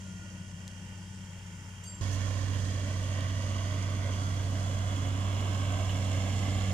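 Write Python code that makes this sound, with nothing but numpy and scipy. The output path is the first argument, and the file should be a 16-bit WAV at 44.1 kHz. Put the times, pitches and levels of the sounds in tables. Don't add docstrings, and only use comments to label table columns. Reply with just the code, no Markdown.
import sys
import numpy as np
from scipy import signal
from scipy.fft import rfft, irfft, next_fast_len
from scipy.io import wavfile
from scipy.ndimage import uniform_filter1d, map_coordinates

SR = 44100
rng = np.random.default_rng(int(sys.argv[2]) if len(sys.argv) > 2 else 0)


def unload_audio(sound):
    columns = np.transpose(np.atleast_2d(sound))
    steps = np.round(np.clip(columns, -1, 1) * 32767)
    wavfile.write(sys.argv[1], SR, steps.astype(np.int16))


N = 296793
TIME = np.arange(N) / SR
CUT_S, CUT_FADE_S = 2.0108, .0015

# frequency in Hz, left level in dB, right level in dB,
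# left phase lead in radians, likeness of the ports (0 to 1).
FAR_PORTS = [(100.0, 1.2, -1.35, 0.0, 1), (350.0, 0.9, -2, 0.07, 0.92), (680.0, -1.7, 1, 0.0, 0.96),
             (800.0, 3, -1.5, -0.2, 0.49), (950.0, -0.2, 0.5, -0.3, 0.96), (1100.0, -1, -1.2, 1.1, 0.17),
             (1270.0, 9.5, -3, -0.5, 0.43), (1380, 5.1, 1, -1.0, 0.81), (1600, -0.5, -3.5, -1.2, 0.19),
             (1930, 1, 4, -2, 1), (2180, 1.5, -4, 0.5, 0.34), (2420, 0.5, 6.5, 0.8, 0.44),
             (2830, -5, 2.6, 1.7, 0.44), (3300.0, 0.3, 1.5, -0.4, 0.43), (4340, 2.5, -1.0, 0.0, 0.57),
             (6430, -7.5, 4.5, 1.5, 0.11), (8340, 6.5, -3, 3.0, 0.28), (10500.0, 2, 0.8, 3.5, 0.17),
             (15000.0, -3, 1.2, 1, 0.05)]
FAR_ALIKE = np.array(FAR_PORTS)[:, ::4]
FAR_FIRING_HZ = 94.4
FACING_DB, TURN_FADE_DB = 1, 7


def far_tractor():
    cycle = governed(FAR_FIRING_HZ)
    turned = np.minimum(TIME / CUT_S, 1) ** 2
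    facing_db = FACING_DB - TURN_FADE_DB * turned
    engine = far_exhaust(cycle, facing_db) + far_boom(facing_db) + far_clatter(cycle, turned)
    return at_ports(engine + far_soil() + turbo(), FAR_PORTS)


NEAR_FIRING_HZ = 96.3
CLOSING = 0.39
SETTLE_AT_S, SETTLE_S = 2.67, 0.058
BEARING_DB, OPENING_PAN_DB = 1.7, -2.5
SURGE_DB = .6
FAN_CHOP_SHARE = .045


def near_tractor():
    cycle = governed(NEAR_FIRING_HZ)
    progress = np.clip((TIME - CUT_S) / (TIME[-1] - CUT_S), 0, 1)
    nearer_db = -20 * np.log10(1 - CLOSING * progress)
    opening = .5 - .5 * np.tanh((TIME - SETTLE_AT_S) / SETTLE_S)
    firing = knocks(cycle, depth=.22)
    fan_chop = 1 + FAN_CHOP_SHARE * np.sin(2 * np.pi * NEAR_SHAFTS[0][0] * cycle)
    surge = amp(SURGE_DB * wobble(14))
    clatter = near_clatter(firing, progress, nearer_db, opening)
    whole = near_exhaust(cycle, progress, nearer_db, opening) + near_boom(progress)
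    whole = whole + surge * fan_chop * (clatter + panels(firing))
    whole = whole + near_soil(fan_chop, progress, nearer_db, opening)
    return at_ports_closing(whole) * sides(BEARING_DB + OPENING_PAN_DB * opening) + near_turbo()


def approach_db(level, nearer_db, opening):
    start_db, growth, opening_db = level
    return start_db + growth * nearer_db + opening_db * opening


HUNT_HZ, HUNT_PERIOD_S, HUNT_PEAK_S = 0.38, 1.415, 2.438
STRAY_HZ = .2


def governed(firing_hz):
    hunt = HUNT_HZ * np.cos(2 * np.pi * (TIME - HUNT_PEAK_S) / HUNT_PERIOD_S)
    return np.cumsum(firing_hz + hunt + STRAY_HZ * wobble(5)) / SR / 6


# multiple of the four-stroke cycle (6 is the firing tone), relative level in dB.
FAR_ORDERS = [(6, -1), (7, -12), (8, -12.5), (10, -23), (11, -15.5), (12, -5), (14, -18.5)]
# turns per engine cycle, relative level in dB.
FAR_SHAFTS = [(2.3, -21), (3.28, -19), (3.64, -16), (4.46, -25), (5.08, -17), (6.54, -22.5), (9.84, -20),
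              (11.38, -21.5), (17.06, -22.5), (20.4, -23)]


def far_exhaust(cycle, facing_db):
    lines = drone(cycle, FAR_ORDERS, flutter=0.21, second_db=facing_db)
    return amp(-45.5) * (lines + drone(cycle, FAR_SHAFTS, flutter=0.16))


# multiple of the four-stroke cycle, relative level in dB.
NEAR_ORDERS = [(2, -33), (3, -37), (4, -30.5), (5, -21), (6, 1), (7, -23), (8, -20.5), (9, -19.5),
               (10, -26.5), (11, -25.5), (12, -20), (13, -26.5), (14, -24), (15, -24.5), (16, -32.5),
               (17, -25), (18, -26)]
# turns per engine cycle, relative level in dB.
NEAR_SHAFTS = [(3.52, -15), (5.08, -17.5), (7.62, -17.5), (12.7, -26.5), (17.1, -23.5), (17.8, -21.5)]
# level at the starting distance in dB, dB gained per dB of nearness, extra at the opening in dB.
EXHAUST_LEVEL = (-34, 0.7, 1)
STACK_DB, STACK_RISE_DB, STACK_POWER = -1, 10.5, 3.5


def near_exhaust(cycle, progress, nearer_db, opening):
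    stack_db = STACK_DB + STACK_RISE_DB * progress ** STACK_POWER
    lines = drone(cycle, NEAR_ORDERS, flutter=0.19, second_db=stack_db)
    shafts = drone(cycle, NEAR_SHAFTS, flutter=0.061)
    return amp(approach_db(EXHAUST_LEVEL, nearer_db, opening)) * (lines + shafts)


def drone(cycle, lines, flutter, second_db=0):
    out = np.zeros(N)
    for multiple, db in lines:
        unrest = flutter * multiple / 6 * (1 - 0.95 * min(amp(db), 1))
        phasor = np.exp(2j * np.pi * (multiple * cycle + rng.random()))
        unsteady = 1 + unrest * (wobble(9) + 1j * wobble(9))
        tone = (phasor * unsteady).real / np.sqrt(1 / 2 + unrest ** 2)
        octave = round(multiple) == 12
        out += amp(db + second_db if octave else db) * tone
    return out


# frequency in Hz, relative density in dB per Hz.
FAR_BOOM = [(15, -24), (30, -11), (50, -6), (110, -7.5), (175, 12), (240, -7.5), (350, -10), (600, -58)]


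def far_boom(facing_db):
    return amp(-52 + 0.52 * facing_db) * rush(FAR_BOOM, FAR_ALIKE)


# frequency in Hz, relative density in dB per Hz.
NEAR_BOOM = [(15, -18), (30, -0.5), (55, -3.5), (110, 1.5), (210, 2.5), (290, 0.5), (370, -9.5), (600, -40)]


def near_boom(progress):
    return amp(-45.0 + 5.3 * (progress - .5)) * rush(NEAR_BOOM, NEAR_ALIKE)


# frequency in Hz, relative density in dB per Hz.
FAR_CLATTER = [(240, -24), (400, -5.5), (600, -5.5), (750, -12), (930, -1), (1200, -13), (1900, -6.5),
               (2550, -15), (2850, -3), (3050, -11), (3250, -3), (3550, -36), (4800, -33)]
FAR_CLATTER_DB, TURN_CLATTER_DB = -57, 2.5


def far_clatter(cycle, turned):
    level_db = FAR_CLATTER_DB + TURN_CLATTER_DB * turned + 0.8 * wobble(8)
    noise = rush(FAR_CLATTER, FAR_ALIKE, knocks(cycle, depth=.35), patchy_db=1.5)
    return reflected(amp(level_db) * noise, delay_ms=2.36, share=0.2)


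# frequency in Hz, relative density in dB per Hz.
NEAR_CLATTER = [(250, -17), (390, -8.5), (500, -1), (660, -1.5), (850, -9), (1100, -3), (1350, -12.5),
                (1750, -12.5), (2200, -10), (2550, -16.5), (2800, -10.5), (3060, -9), (3350, -7),
                (3800, -22.5), (6000, -48.5)]
# level at the starting distance in dB, dB gained per dB of nearness, extra at the opening in dB.
CLATTER_LEVEL = (-45.5, 0.77, 0)


def near_clatter(firing, progress, nearer_db, opening):
    approach = progress - .5
    level_db = approach_db(CLATTER_LEVEL, nearer_db, opening) + .3 * wobble(6)
    clatter = amp(level_db) * rush(NEAR_CLATTER, NEAR_ALIKE, firing, patchy_db=1.6)
    clatter += 0.22 * approach * filtered(clatter, lambda hz: 1 / (1 + ((hz - 950) / 450) ** 4))
    return reflected(clatter, delay_ms=2.25 - 0.36 * approach, share=0.3 - 0.04 * approach)


CYLINDER_DB = [.7, -.5, -.3, .6, -.1, -.4]


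def knocks(cycle, depth):
    firing = 6 * cycle
    cylinder = firing.astype(int) % len(CYLINDER_DB)
    return amp(CYLINDER_DB)[cylinder] * (1 + depth * np.exp(-3 * (firing % 1)))


# centre in seconds, half-width in seconds, frequency in Hz,
# bandwidth in Hz, level in dB.
PANEL_LOBES = [(2.349, 0.39, 1070, 111, -52), (2.35, 0.77, 1822, 260, -53.5), (2.399, 0.63, 2835, 140, -60),
               (2.6, 1, 3366, 200, -63), (3.2, 1, 1495, 160, -60), (3.45, 0.63, 1950, 140, -52.5),
               (3.45, 0.49, 2940, 180, -55), (3.701, 0.89, 1140, 244, -52.5), (3.951, 0.43, 2116, 110, -57),
               (5.65, 0.22, 1558, 160, -53.5), (5.6, 0.14, 1100, 70, -48.5), (5.601, 0.66, 1267, 140, -55),
               (5.799, 0.21, 668.4, 140, -48.5), (5.95, 0.82, 2205, 200, -57.5), (6.1, 1, 2810, 170, -58.5),
               (6.45, 0.43, 764, 119, -52)]
PANEL_CLIMB_PER_S = .02


def panels(firing):
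    out = np.zeros(N)
    for s, half_s, hz, width_hz, db in PANEL_LOBES:
        band = signal.butter(2, width_hz / SR, output="sos")
        ring = signal.sosfilt(band, firing * rng.standard_normal((2, N)))
        phase = 2 * np.pi * np.cumsum(hz * (1 + PANEL_CLIMB_PER_S * (TIME - s))) / SR
        lobe = np.exp(-((TIME - s) / half_s) ** 2)
        out += amp(db) * lobe * unit(ring[0] * np.cos(phase) + ring[1] * np.sin(phase))
    return out


def reflected(x, delay_ms, share):
    soft = filtered(x, lambda hz: 1 / (1 + (hz / 3200) ** 4))
    late = np.array([map_coordinates(c, [np.arange(N) - delay_ms * SR / 1000]) for c in soft])
    return (x - share * late) / np.sqrt(1 + share ** 2)


TURBO_HZ, SPOOL_HZ, SPOOL_S = 1479, 68, .48
TURBO_DB, SPOOL_DB = -71, 9.5
SPOOL_ONSET_S = .12


def turbo():
    lag = np.exp(-TIME / SPOOL_S)
    hz, db = TURBO_HZ - SPOOL_HZ * lag, TURBO_DB + SPOOL_DB * lag
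    phase = 2 * np.pi * np.cumsum(hz + 7 * wobble(60)) / SR
    blades = amp(-85 + 1.5 * wobble(5)) * np.sin(7 * phase)
    onset = np.clip(TIME / SPOOL_ONSET_S, .1, 1)
    return np.sqrt(2) * onset * (amp(db + 2.4 * wobble(12.8)) * np.sin(phase) + blades)


# time in seconds, frequency in Hz, level in dB.
NEAR_TURBO = [(3.9, 1347, -69), (4.28, 1363, -50), (4.47, 1370, -61), (4.62, 1360, -53), (4.85, 1387, -53),
              (5.1, 1380, -55), (5.42, 1380, -57), (5.8, 1370, -76)]
WHINE_PAN_DB, WHINE_LEAD_RAD = -4, 2.86


def near_turbo():
    s, hz, db = np.transpose(NEAR_TURBO)
    phase = 2 * np.pi * np.cumsum(np.interp(TIME, s, hz) + 3 * wobble(60)) / SR
    level = np.sqrt(2) * amp(np.interp(TIME, s, db) + 1.5 * wobble(12))
    return level * sides(WHINE_PAN_DB) * np.sin([phase + WHINE_LEAD_RAD, phase])


# frequency in Hz, relative density in dB per Hz.
FAR_SOIL = [(2180, -40), (3700, -3.5), (3810, -10), (5040, -2), (7150, 0.5), (8250, -6.5), (9510, -14.5),
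            (10500, -14), (11400, -25), (15300, -30)]


def far_soil():
    crunch = crumbs(rate=290, size_db=-2)
    return amp(-59.5 + 0.32 * wobble(7.3)) * rush(FAR_SOIL, FAR_ALIKE, crunch, patchy_db=2.0)


# frequency in Hz, relative density in dB per Hz.
NEAR_SOIL = [(2240, -68), (3800, -5), (5580, -3), (6060, 0.5), (6690, 2.5), (7380, -7), (9540, -13.5),
             (10700, -20.5), (11900, -20), (15300, -54)]
CLOSE_SOIL = [(2240, -18), (3800, -5), (4320, -6), (4830, -11.5), (5300, -3.5), (5880, -6), (7050, 1),
              (7870, -9.5), (9650, -16), (10700, -23), (12300, -21), (15300, -49)]
# level at the starting distance in dB, dB gained per dB of nearness, extra at the opening in dB.
SOIL_LEVEL = (-51.5, -0.42, 0.95)
SOIL_RISE_DB = 4.5


def near_soil(fan_chop, progress, nearer_db, opening):
    crunch = fan_chop * crumbs(rate=170, size_db=1.5)
    close = np.clip((TIME - 4.2) / 1.26, 0, 1)
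    soil = np.sqrt(1 - close) * rush(NEAR_SOIL, NEAR_ALIKE, crunch, patchy_db=1.1)
    soil = soil + np.sqrt(close) * rush(CLOSE_SOIL, NEAR_ALIKE, crunch, patchy_db=1.1)
    level_db = approach_db(SOIL_LEVEL, nearer_db, opening) + SOIL_RISE_DB * progress ** 3
    return amp(level_db + 0.68 * wobble(6.4)) * soil


def crumbs(rate, size_db):
    chance, size = rng.random((2, N))
    cracks = (chance < rate / SR) * amp(size_db * np.minimum(-np.log(1 - size), 3))
    return 1 + signal.lfilter([1], [1, -np.exp(-1 / (0.0003 * SR))], cracks)


# start in seconds, swell in seconds,
# 60 dB decay in seconds, frequency in Hz, level in dB, left minus right in dB.
SQUEAK = [(1.835, .007, .04, 7520, -49.5, -3), (1.834, .004, .08, 5700, -58, -5),
          (1.853, .05, .6, 7435, -49.5, -5), (1.832, .05, .5, 4678, -56.5, 6),
          (1.835, .022, .19, 6412, -53, -9), (1.836, .035, .32, 8516, -57, 14),
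          (1.836, .02, .5, 10350, -70, 2), (1.836, .01, .25, 12450, -71, 0)]


def squeak():
    out = np.zeros((2, N))
    for start, swell, t60, hz, db, pan_db in SQUEAK:
        age = np.maximum(TIME - start, 0)
        shape = np.minimum(age / swell, 1) * amp(-60 * np.maximum(age - swell, 0) / t60)
        phase = 2 * np.pi * np.cumsum(hz + 20 * wobble(300)) / SR
        level = np.sqrt(2) * amp(db + 2.8 * wobble(130))
        out += sides(pan_db) * shape * level * np.sin(phase)
    scrape = np.exp(-((TIME - 1.841) / .005) ** 2) * rush(STONE_COLOUR, FAR_ALIKE)
    return out + amp(-55) * scrape


# start in seconds, peak level in dB, left minus right in dB,
# slope above 7 kHz in dB per octave, 60 dB decay in seconds.
STONES = [(0.6792, -31, 5, -4, .003), (2.653, -35, -9, -14, .005), (3.077, -39.5, -10, -16, .006),
          (3.208, -32.5, -10, -18, .006), (3.307, -38, -7, -14, .005), (5.33, -39, -7, -16, .005),
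          (6.622, -37, -6, -12, .005)]
# frequency in Hz, relative level in dB (clod: density per Hz).
STONE_COLOUR = [(1200, -30), (2300, -16), (3000, -3), (4500, -4.5), (5800, -7), (7200, 0), (10000, -5),
                (15000, -18)]
CLOD_COLOUR = [(2000, -23), (4500, -9), (6300, 12), (8000, -3), (15000, -16)]


def stones():
    out = np.zeros((2, N))
    for s, db, pan_db, treble_db, t60 in STONES:
        age = TIME - s
        burst = (age > 0) * amp(-60 * np.abs(age) / t60) * rng.standard_normal(N)
        octaves = lambda hz: np.log2(np.maximum(hz / 7000, 1))
        crack = filtered(burst, lambda hz: amp(along(STONE_COLOUR, hz) + treble_db * octaves(hz)))
        out += sides(pan_db) * amp(db) * crack / np.abs(crack).max()
    clod = rush(CLOD_COLOUR, NEAR_ALIKE, crumbs(rate=500, size_db=3))
    clod = np.exp(-((TIME - 2.14) / .024) ** 2) * clod
    return out + amp(-50) * sides(pan_db=-10) * clod


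# centre in seconds, level in dB.
RATTLES = [(2.55, -50), (2.89, -50), (3.04, -49.5), (3.3, -51), (4.14, -50), (5.9, -45.5), (6.33, -48.5)]
# frequency in Hz, relative density in dB per Hz.
RATTLE_COLOUR = [(1500, -30), (2500, -14), (2900, 0), (3300, -2), (3800, -20), (6000, -35)]
RATTLE_S = .016


def rattles():
    flurry = sum(amp(db) * np.exp(-((TIME - s) / RATTLE_S) ** 2) for s, db in RATTLES)
    ticks = rush(RATTLE_COLOUR, NEAR_ALIKE, crumbs(rate=300, size_db=4))
    return sides(pan_db=-4) * flurry * ticks


def rush(spectrum, alike, drive=1, patchy_db=0):
    z = signal.stft(drive * rng.standard_normal((2, N)), nperseg=1024)[2]
    field = uniform_filter1d(rng.standard_normal(z.shape[1:]), size=4, axis=0)
    field = uniform_filter1d(field, size=70, axis=1)
    pair = signal.istft(z * amp(patchy_db * unit(field)), nperseg=1024)[1][:, :N]
    turn = lambda hz: np.arccos(np.clip(along(alike, hz), -.9, 1)) / 2
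    mid_side = lambda hz: amp(along(spectrum, hz)) * [np.ones_like(hz), np.tan(turn(hz))]
    mid, side = filtered(pair, mid_side)
    return np.array([mid + side, mid - side]) / mid.std()


def at_ports(x, ports):
    port_hz, left_db, right_db, lead_rad = np.transpose(ports)[:4]
    read = lambda column, hz: along(np.c_[port_hz, column], hz)
    gain = lambda hz: amp([read(left_db, hz), read(right_db, hz)])
    turn = lambda hz: np.exp(.5j * np.array([[1], [-1]]) * read(lead_rad, hz))
    return filtered(x, lambda hz: gain(hz) * turn(hz))


# frequency in Hz, left level in dB, right level in dB,
# left phase lead in radians, likeness of the ports (0 to 1).
NEAR_PORTS = [(100.0, -3, 2.5, 0.05, 0.99), (200.0, -2.5, 2.1, 0.1, 0.98), (300.0, -4.5, 2, 0.42, 0.9),
              (427, 0.6, 1, 0.25, 0.86), (650.0, -4.5, 3, 0.15, 1), (780.0, -11.5, 3, 1.3, 0.27),
              (940, 2, 0, 0.44, 0.4), (1100.0, -9, 1.2, 1.16, 0.64), (1324, -4, 4.5, 2.1, 0.58),
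              (1474, 0, 3.7, 4.4, 0.57), (1700.0, -2, 1.2, 4.8, 0.054), (1940, -8, 3.5, 7.9, 0.61),
              (2220, -2.5, 1.5, 6.9, 0.94), (2440, -0.5, 4.5, 8.7, 0.58), (2650.0, -6, 5, 6.3, 0.13),
              (2800, -2, 1.5, 7.1, 0.53), (3470, -9, 3, 7.3, 0.98), (4450, -7.5, 4.5, 8.4, 0.2),
              (5130, -2.6, 5, 9.8, 0.36), (6500.0, -8.5, 3, 8.9, 0.38), (8200.0, 2, 3, 9.4, 0.17),
              (11000.0, -4.0, 3, 10.0, 0.05), (15000.0, -8.8, 4.5, 10.0, 0.05)]
NEAR_ALIKE = np.array(NEAR_PORTS)[:, ::4]
PORT_CLIMB_PER_S = .02


def at_ports_closing(x):
    sample = np.arange(N)
    clock = np.cumsum(1 + PORT_CLIMB_PER_S * (TIME - (CUT_S + TIME[-1]) / 2))
    read = lambda pair, at: np.array([map_coordinates(c, [at]) for c in pair])
    warped = read(x, np.interp(sample, clock, sample))
    return read(at_ports(warped, NEAR_PORTS), clock)


def sides(pan_db):
    right = 2 / (1 + amp(pan_db))
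    return np.array([2 - right, right]).reshape(2, -1)


def wobble(rate):
    coarse = TIME[::32]
    knots = rng.standard_normal(int(N * rate / SR) + 4)
    return np.interp(TIME, coarse, map_coordinates(knots, [coarse * rate]))


def filtered(x, response):
    m = next_fast_len(N + SR // 4)
    return irfft(rfft(x, m) * response(np.fft.rfftfreq(m, 1 / SR)), m)[..., :N]


def along(points, hz):
    f, v = np.transpose(points)
    return np.interp(np.log(hz + 1), np.log(f + 1), v)


def amp(db):
    return 10 ** (np.asarray(db) / 20)


def unit(x):
    return x / np.sqrt(np.mean(x ** 2) + 1e-20)


def scene():
    near = np.clip((TIME - CUT_S) / CUT_FADE_S + .5, 0, 1)
    far_part = (1 - near) * (far_tractor() + squeak())
    return far_part + near * near_tractor() + stones() + rattles()


TOP_HZ = 15300


def record(dry):
    return filtered(dry, lambda hz: hz < TOP_HZ)


dry = scene()
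out = record(dry)
unload_audio(out)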